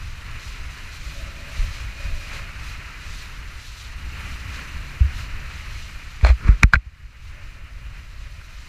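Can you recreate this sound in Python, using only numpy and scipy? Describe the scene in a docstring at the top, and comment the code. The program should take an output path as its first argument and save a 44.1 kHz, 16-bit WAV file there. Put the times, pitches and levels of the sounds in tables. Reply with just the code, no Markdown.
"""A lumpy wind rumble and a rushing, hissing wake fill a kiteboard ride, heard inside a waterproof housing.
Wind, rush and spray are shaped noise, with random grains in the water; chop drums dully on the board and the
kite lines sing faintly as narrow bands of noise. A few low thumps come early, the first two from wind buffets;
from about 6.2 s a hand rubs and knocks the housing: grainy noise, ringing modes and more low thumps. The two
hardest knocks, near 6.7 s, duck the camera's gain, which creeps back as the ride goes on more quietly."""
import sys
import numpy as np
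from scipy import signal
from scipy.fft import rfft, irfft
from scipy.io import wavfile
from scipy.ndimage import uniform_filter1d

SR = 44100
rng = np.random.default_rng(int(sys.argv[2]) if len(sys.argv) > 2 else 0)


def materialize(psi):
    """Save the field psi as 16-bit PCM at rate SR to the path in sys.argv[1].

    A 1-D psi becomes a single channel; in a 2-D psi each row is a channel.
    """
    bounded = np.clip(np.atleast_2d(psi).T, -1, 1)
    quanta = np.round(bounded * 32767).astype(np.int16)
    wavfile.write(sys.argv[1], SR, quanta)


N = 382788
TIME = np.arange(N) / SR  # s
HZ = np.fft.rfftfreq(N, 1 / SR)

# All levels below are set at the source, ahead of layer trims, the housing and the gain control.

# Gusts on the housing. Each row: peak time in seconds, level in dB.
GUSTS = [(0.079, -32), (0.33, -36), (0.61, -32.5), (.85, -40), (1.05, -34), (1.24, -32.5), (1.64, -23.5),
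         (1.84, -31), (2.09, -25.5), (2.37, -31), (2.62, -33.5), (2.85, -41), (3.12, -31.5), (3.36, -35.5),
         (4.05, -32), (4.26, -30), (4.47, -29), (4.8, -30), (5.17, -30.5), (5.36, -28.5), (5.58, -37.5),
         (5.76, -33.5), (5.94, -37.5), (7.02, -34.5), (7.28, -33), (7.45, -38), (7.68, -38), (7.85, -36),
         (8.22, -33)]
GUST_RISE_S, GUST_FALL_S = 0.056, 0.064
BREEZE_DB, BREEZE_FOLLOW = -36, 0.22  # steady headwind, and its dB per dB of the wake

# The kite pulls and its lines sing.
# Each row: start and end in seconds, hum of the thick lines in dB, whistle of a thin line in dB.
PULLS = [(1.13, 1.35, -52, -55), (1.48, 1.72, -56, -58), (2.02, 2.12, -51.5, -47), (2.3, 2.38, -55.5, -50),
         (2.62, 2.85, -73, -54), (4.2, 5.8, -65, -66), (7.3, 8.5, -66, -75)]
HUM_COLUMN, WHISTLE_COLUMN = 2, 3
HUM_REST_DB, WHISTLE_REST_DB = -74.5, -64  # the lines between pulls
SING_FOLLOW = 0.3  # dB per dB of the wake, between pulls
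SING_RISE_S, SING_FALL_S = 0.062, 0.07
# Tones of the thick lines and of the thin one. Each row: frequency in Hz, width in Hz, level in dB.
LINE_TONES = [(567, 46, -4), (659, 47, -8)]
WHISTLE_TONES = [(2460, 100, 0)]

# Chop drumming on the underside of the board. Each row: time in seconds, level in dB.
CHOP = [(0, -53), (.95, -52), (1.15, -48.5), (1.6, -50), (2.1, -50.5), (3.5, -51.5), (3.75, -57.5),
        (4.16, -46.5), (4.9, -47), (5.3, -49.5), (6.1, -54), (7.4, -56), (8.68, -58.5)]

# How hard the board's edge churns the water. Each row: time in seconds, level in dB.
WAKE = [(0, -43), (.14, -45), (.3, -41.5), (.85, -43), (1.0, -43.5), (1.3, -43.5), (1.7, -40.5),
        (2.2, -42.5), (2.5, -40.5), (3.1, -41.5), (3.75, -45.5), (4.0, -42.5), (4.2, -40.5), (5.6, -41),
        (6.1, -45.5), (7.4, -48.5), (8.15, -50.5), (8.68, -49)]
# The edge digs into a wave and the rush swells. Each row: peak time in seconds, level in dB, length in seconds.
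CARVES = [(.35, -48, 0.12), (.8, -44.5, 0.19), (1.6, -44, 0.19), (2.04, -42.5, 0.081), (2.34, -37.5, 0.15),
          (4.22, -42.5, 0.24), (4.6, -40, 0.19), (5.2, -44, 0.13), (7.38, -47.5, .2), (7.97, -47.5, 0.11)]
# The board meets a wave and throws a sheet of spray.
# Each row: peak time in seconds, hiss level in dB, length in seconds.
SPRAYS = [(0.477, -46, 0.21), (0.777, -49.5, 0.29), (0.95, -45.5, 0.076), (1.132, -45.5, 0.28),
          (1.603, -44.5, 0.3), (1.77, -46, 0.21), (2.04, -47.5, 0.17), (2.198, -46, 0.21),
          (2.35, -43, 0.16), (2.69, -45, 0.14), (3.16, -44.5, 0.3), (3.66, -47, 0.2), (3.812, -46, 0.17),
          (4.28, -46.5, 0.28), (4.573, -47, 0.37), (5.193, -42.5, 0.12), (5.565, -50, 0.21),
          (5.8, -48, 0.28), (7.273, -52.5, 0.18), (7.45, -58, 0.15), (7.998, -57.5, 0.11),
          (8.22, -61, 0.14), (8.556, -58, 0.48)]
WAVE_RISE_SHARE = 0.51  # part of a spray's or carve's length spent rising
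# Fine spray that trails the board between the sheets. Each row: time in seconds, hiss level in dB.
MIST = [(0, -49.5), (6.1, -50), (7.0, -55.5), (7.7, -58.5), (8.68, -52.5)]
MIST_FIZZ_DB, SHEET_FIZZ_DB = -13, -12.5  # fizz of the finest drops against the hiss
# Lean of the rush to the treble: without spray, and added by a full sheet.
BUBBLE_TILT_DB, SPRAY_TILT_DB = -1, 1

# Strokes of the hand on the housing.
# Each row: peak time in seconds, level in dB, rise and fall in seconds, grip from 0 (brushing) to 1 (scraping).
RUBS = [(6.267, -27, 0.022, 0.0086, 0.83), (6.29, -28.5, 0.013, 0.018, 0.92),
        (6.484, -28.5, 0.0083, 0.0054, 0.022), (6.49, -30, .047, 0.039, 0.0093),
        (6.632, -15, 0.0033, 0.01, 0), (6.74, -14.5, 0.0064, 0.014, 0.25)]

# Pressure thumps on the microphone.
# Each row: start in seconds, level in dB, starting and settled pitch in Hz, rise and 60 dB decay in seconds.
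THUMPS = [(1.589, 4.5, 34, 34, 0.031, 0.12), (2.118, -13, 24, 23.2, 0.01, .24),
          (5.006, 6, 74, 64.6, 0.0087, 0.088), (5.039, -6.5, 72, 72, 0.0084, 0.16),
          (6.2286, 4, 144, 55.3, .011, .16), (6.288, 9.5, 62, 58.4, .019, .13),
          (6.445, -7.5, 60, 37.7, 0.01, 0.22), (6.489, 5, 94, 45, 0.0029, 0.15),
          (6.639, 11.5, 146, 42.6, 0.0027, .11), (6.74, 6.5, 50, 44, 0.0034, 0.067),
          (6.76, 10.5, 111, 54.3, 0.0066, 0.079), (6.862, -6.5, 80, 60, 0.0073, 0.072)]

# Blows on the housing. Each row: start in seconds, ring peak in dB, most excited pitch in Hz,
# ring length as a factor, peak of the sharp tick in dB.
KNOCKS = [(6.2113, -28, 2300, .9, -37), (6.2481, -5, 850, 0.59, -16), (6.2638, -16.5, 700, 0.63, -28),
          (6.2682, -18, 2400, 1.0, -14.5), (6.289, -27, 4000, .9, -31), (6.3015, -20, 600, 1.1, -32),
          (6.4118, -34, 1500, .6, -44), (6.6327, 7.5, 2140, 0.69, -1.5), (6.7356, 9.5, 1450, 1.36, -7.5),
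          (6.742, 2, 1570, 0.64, -14), (6.7548, 0, 1950, 1.04, -22), (8.413, -38.5, 1340, 1, -52)]
# Modes of the struck shell. Each row: pitch in Hz, level in dB, 60 dB decay in seconds at length factor 1.
SHELL = [(653, 3.5, 0.027), (784, -2.5, 0.018), (1230, 4, 0.019), (1450, 10, 0.026), (1570, 13, 0.024),
         (1550, -7, 0.021), (1980, 11, 0.019), (2240, 17.5, 0.013), (2440, 1, 0.025), (4140, 11, 0.019)]

# Relative spectra of the layers. Each row: frequency in Hz, level in dB per Hz.
RUMBLE = [(8, -7.5), (20, 0.5), (32, 0), (60, -0.5), (85, -5.5), (130, -15.5), (200, -32.5), (600, -62)]  # wind
DRUMMING = [(70, -14), (130, 1.5), (200, -5.5), (290, -10), (400, -19), (800, -36.5)]  # chop under the board
RUSH = [(150, -25), (320, -12.5), (480, -10.5), (800, -11), (1000, -5.5), (1350, -3), (2000, 1),
        (2550, -0.5), (2900, -1.5), (3400, -16), (5000, -27), (12000, -46)]  # churned water
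HISS = [(1500, -39.5), (3000, 1), (4000, 2.5), (5200, -3.5), (6300, -2.5), (7600, -8.5), (8700, -16),
        (12000, -34)]  # spray
FIZZ = [(5000, -36), (8500, -2.5), (9700, -2.5), (10600, -6.5), (12800, -0.5), (13500, -9), (15400, -17)]  # finest drops
SCRAPE = [(150, -21), (400, -2), (650, 0.5), (1400, -5.5), (1950, -1.5), (2400, 3), (2950, -16), (3400, -4),
          (3750, -12.5), (4250, -11), (5300, -19), (7200, -22), (10000, -34), (15000, -40)]  # hand, tight grip
BRUSH = [(150, 10.5), (300, -3.5), (550, -9), (780, -22), (1050, -4.5), (1450, -1.5), (1800, -4.5),
         (2350, -6), (3200, -24.5), (4200, -20), (7000, -31), (15000, -49)]  # hand, light grip
TICK = [(150, -0.5), (500, 5), (1200, 13), (2400, -26.5), (3300, 3), (4200, -21), (6500, -8.5), (8500, -16),
        (11000, -32), (15000, -32.5)]  # sharp contact of a knock

# Colour that the housing gives to all sound. Each row: frequency in Hz, width in Hz, boost or cut in dB.
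HOUSING = [(1308, 196, 3.5), (2460, 170, 2), (3430, 500, -3), (4300, 220, 3.5), (4530, 160, -5.5),
           (4810, 160, 3.5), (6650, 270, -4.5), (7040, 360, 2), (8800, 750, -2.5), (9350, 340, 3.5),
           (12650, 600, -6)]
LIMIT_DB, LIMIT_ATTACK_S, RECOVERY_DB_PER_S = 0, 0.0048, 15.5  # the camera's gain control
EDGE_HZ = 15350  # band limit of the recorded sound


def gain_of(db):
    """Decibels to amplitude."""
    return 10 ** (np.asarray(db) / 20)


def evened(x):
    """Scales to an rms of 1."""
    return x / np.sqrt(np.mean(x ** 2) + 1e-20)


def level(rows):
    """A dB curve as a gain for every sample."""
    return gain_of(np.interp(TIME, *np.transpose(rows)))


def read(points):
    """A spectrum in dB at every frequency, interpolated along log frequency."""
    hz, db = np.transpose(points)
    return np.interp(np.log(HZ + 1), np.log(hz), db)


def causal(db):
    """Minimum-phase response with this gain, so its ringing follows its cause."""
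    both_sides_db = np.concatenate([db, db[-2:0:-1]])
    log_gain = np.log(gain_of(both_sides_db))
    return np.exp(np.conj(signal.hilbert(log_gain)))[:len(HZ)]


def coloured(x, points):
    """Gives x the colour of a spectrum and an rms of 1."""
    return evened(irfft(rfft(x) * causal(read(points)), N))


def below(x, edge_hz):
    """The part of x under a frequency, with a gentle edge."""
    return irfft(rfft(x) / (1 + (HZ / edge_hz) ** 4), N)


def tilted(x, lean, pivot_hz=1900):
    """Small bubbles ring high and large ones low, so their size leans the rush either way."""
    low = below(x, pivot_hz)
    high = x - low
    return low / lean + high * lean


def wander(rate_hz):
    """Smooth random drift of rms 1, mostly slower than the given rate."""
    slow = rfft(rng.standard_normal(N)) * np.exp(-(HZ / rate_hz) ** 2)
    return evened(irfft(slow, N))


def drops(per_s, spread_db):
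    """Random impacts of either sign; a positive spread makes a few large, a negative one a few small."""
    size = gain_of(spread_db * np.minimum(rng.exponential(1, N), 5))
    sign = rng.choice([-1, 1], N)
    lands = rng.random(N) < per_s / SR
    return size * sign * lands


def surge(start, end, rise, fall):
    """Envelope that swells up to start, holds until end and dies away."""
    before = np.minimum(TIME - start, 0) / rise
    after = np.maximum(TIME - end, 0) / fall
    return np.exp(-0.5 * before ** 2 - 0.5 * after ** 2)


def swells(rows):
    """Joint strength of waves that each rise and fall away, their powers added."""
    power = 0
    for s, db, length in rows:
        shape = surge(s, s, WAVE_RISE_SHARE * length, (1 - WAVE_RISE_SHARE) * length) ** 2
        power = power + (gain_of(db) * shape) ** 2
    return np.sqrt(power)


def pace(follow):
    """Gain around 1 of a sound that grows with the wake, by so many dB per dB."""
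    return evened(level(WAKE)) ** follow


def add(mix, s, sound):
    """Mixes a sound in at time s."""
    part = mix[round(s * SR):][:len(sound)]
    part += sound[:len(part)]


def water(spectrum, per_s, spread_db, grain_db, flutter_db):
    """Near drops and bubbles are grains over a noise wash of far ones; the sheet of water flutters."""
    drive = rng.standard_normal(N) + gain_of(grain_db) * drops(per_s, spread_db)
    flutter = gain_of(flutter_db * wander(35))
    return evened(coloured(drive, spectrum) * flutter)


def wind():
    """Eddies shed by the housing: a lumpy rumble from the headwind and the gusts on top of it."""
    eddies = coloured(rng.standard_normal(N), RUMBLE)
    # Level out the slow swings of the noise so that strength and lumps shape them.
    eddies /= np.sqrt(uniform_filter1d(eddies ** 2, size=8000))
    gust_power = sum((gain_of(db) * surge(s, s, GUST_RISE_S, GUST_FALL_S)) ** 2 for s, db in GUSTS)
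    breeze = gain_of(BREEZE_DB) * pace(BREEZE_FOLLOW)
    strength = np.sqrt(breeze ** 2 + gust_power)
    lumps = gain_of(1.17 * wander(8.9))
    return gain_of(-0.5) * strength * eddies * lumps


def kite_line(tones, rest_db, column):
    """Vortices peel off a taut line in narrow, unsteady tones, loudest while the kite pulls."""
    pull_power = 0
    for pull in PULLS:
        envelope = surge(pull[0], pull[1], SING_RISE_S, SING_FALL_S)
        pull_power = pull_power + (gain_of(pull[column]) * envelope) ** 2
    rest = gain_of(rest_db) * pace(SING_FOLLOW)
    strength = np.sqrt(pull_power + rest ** 2)
    bands = sum(gain_of(db) / (1 + ((HZ - hz) / width) ** 2) ** 2 for hz, width, db in tones)
    tone = irfft(rfft(rng.standard_normal(N)) * bands, N)
    sway = gain_of(2.0 * wander(7.1))  # the tone swells and fades as the line sways
    return strength * evened(tone * sway)


def board():
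    """Small waves patter against the board in a dull, uneven drumming."""
    patter = water(DRUMMING, per_s=150, spread_db=0, grain_db=-7, flutter_db=1)
    return gain_of(1.1) * level(CHOP) * patter


def wake():
    """The board's edge churns the chop and throws up spray that breaks into fine drops."""
    mist, sheet = level(MIST), swells(SPRAYS)
    churn = np.hypot(level(WAKE), swells(CARVES))
    spray = np.hypot(mist, sheet)
    fine = np.hypot(gain_of(MIST_FIZZ_DB) * mist, gain_of(SHEET_FIZZ_DB) * sheet)
    sheet_share = (sheet / spray) ** 2
    lean = gain_of(BUBBLE_TILT_DB + SPRAY_TILT_DB * sheet_share)
    bubbles = water(RUSH, per_s=1200, spread_db=2.5, grain_db=-5.0, flutter_db=0.89)
    rush = churn * tilted(bubbles, lean)
    hiss = spray * water(HISS, per_s=2500, spread_db=3.5, grain_db=-3.5, flutter_db=0.86)
    fizz = fine * water(FIZZ, per_s=4000, spread_db=-6.0, grain_db=0, flutter_db=1.2)
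    return gain_of(-0.5) * rush + gain_of(-0.16) * hiss + gain_of(-0.5) * fizz


def rubs():
    """Wet skin slips on the housing: a tight grip catches in separate snaps, a light one only brushes."""
    snaps = drops(per_s=860, spread_db=3.5) + gain_of(-3.5) * rng.standard_normal(N)
    slips = drops(per_s=2000, spread_db=-0.5) + gain_of(4.5) * rng.standard_normal(N)
    scrape, brush = coloured(snaps, SCRAPE), coloured(slips, BRUSH)
    out = np.zeros(N)
    for s, db, rise, fall, grip in RUBS:
        stroke = gain_of(db) * surge(s, s, rise, fall)
        out += stroke * (np.sqrt(grip) * scrape + np.sqrt(1 - grip) * brush)
    return out


def thumps(settle_s=0.0046):
    """A buffet or shove on the sealed housing swings the air inside; the pitch soon settles, the swing dies."""
    out, t = np.zeros(N), TIME[:SR // 3]
    for s, db, start_hz, end_hz, rise, t60 in THUMPS:
        pitch_hz = end_hz + (start_hz - end_hz) * np.exp(-t / settle_s)
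        turns = np.cumsum(pitch_hz) / SR
        swell = (1 - np.exp(-(t / rise) ** 2)) * np.exp(-np.log(1000) * t / t60)
        add(out, s, -gain_of(db) * swell * np.sin(2 * np.pi * turns))
    return out


def knocks(focus_octaves=0.39, spill=0.14, contact_s=0.0007):
    """Each blow ticks and rings the shell; where it lands decides which modes speak most."""
    out, t = np.zeros(N), TIME[:SR // 10]
    tick = irfft(causal(read(TICK)), N)[:len(t)]
    hz, db, t60 = np.transpose(SHELL)[:, :, None]  # one row per mode, time along the columns
    for s, ring_db, pitch_hz, length, tick_db in KNOCKS:
        octaves_away = np.log2(hz / pitch_hz)
        weight = gain_of(db) * (spill + np.exp(-(octaves_away / focus_octaves) ** 2))
        decay = gain_of(-60 * t / (t60 * length))
        ring = (weight * decay * np.sin(2 * np.pi * hz * t)).sum(0)
        ring *= 1 - np.exp(-t / contact_s)  # soft onset
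        add(out, s, gain_of(ring_db) * ring / abs(ring).max())
        add(out, s + contact_s, gain_of(tick_db) * tick / abs(tick).max())
    return out


def scene():
    """Everything reaches one microphone."""
    hum = kite_line(LINE_TONES, HUM_REST_DB, HUM_COLUMN)
    whistle = kite_line(WHISTLE_TONES, WHISTLE_REST_DB, WHISTLE_COLUMN)
    mix = wind() + hum + whistle + board() + wake() + rubs() + thumps() + knocks()
    return mix[None]  # one channel


def limited(x):
    """Gain control: a peak over the limit turns everything down, and the gain creeps back."""
    peak_db = 20 * np.log10(abs(x).max(0) + 1e-9)
    over_db = np.maximum(peak_db - LIMIT_DB, 0)
    # A running maximum against a rising ramp holds each cut and releases it at a steady rate.
    recovered = RECOVERY_DB_PER_S * TIME
    cut_db = np.maximum.accumulate(over_db + recovered) - recovered
    keep = np.exp(-1 / (LIMIT_ATTACK_S * SR))
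    smooth_cut_db = signal.lfilter([1 - keep], [1, -keep], cut_db)
    return x / gain_of(smooth_cut_db)


def record(dry):
    """The housing colours the sound, the gain control ducks, the input overloads softly, then the band limit."""
    colour_db = sum(db / (1 + (2 * (HZ - hz) / width) ** 2) for hz, width, db in HOUSING)
    inside = limited(irfft(rfft(dry) * causal(colour_db), N))
    clipped = inside / (1 + inside ** 6) ** (1 / 6)
    band_limit = signal.firwin(401, EDGE_HZ, window=("kaiser", 8), fs=SR)
    return signal.oaconvolve(clipped, band_limit[None], "same")


dry = scene()
out = record(dry)
materialize(out)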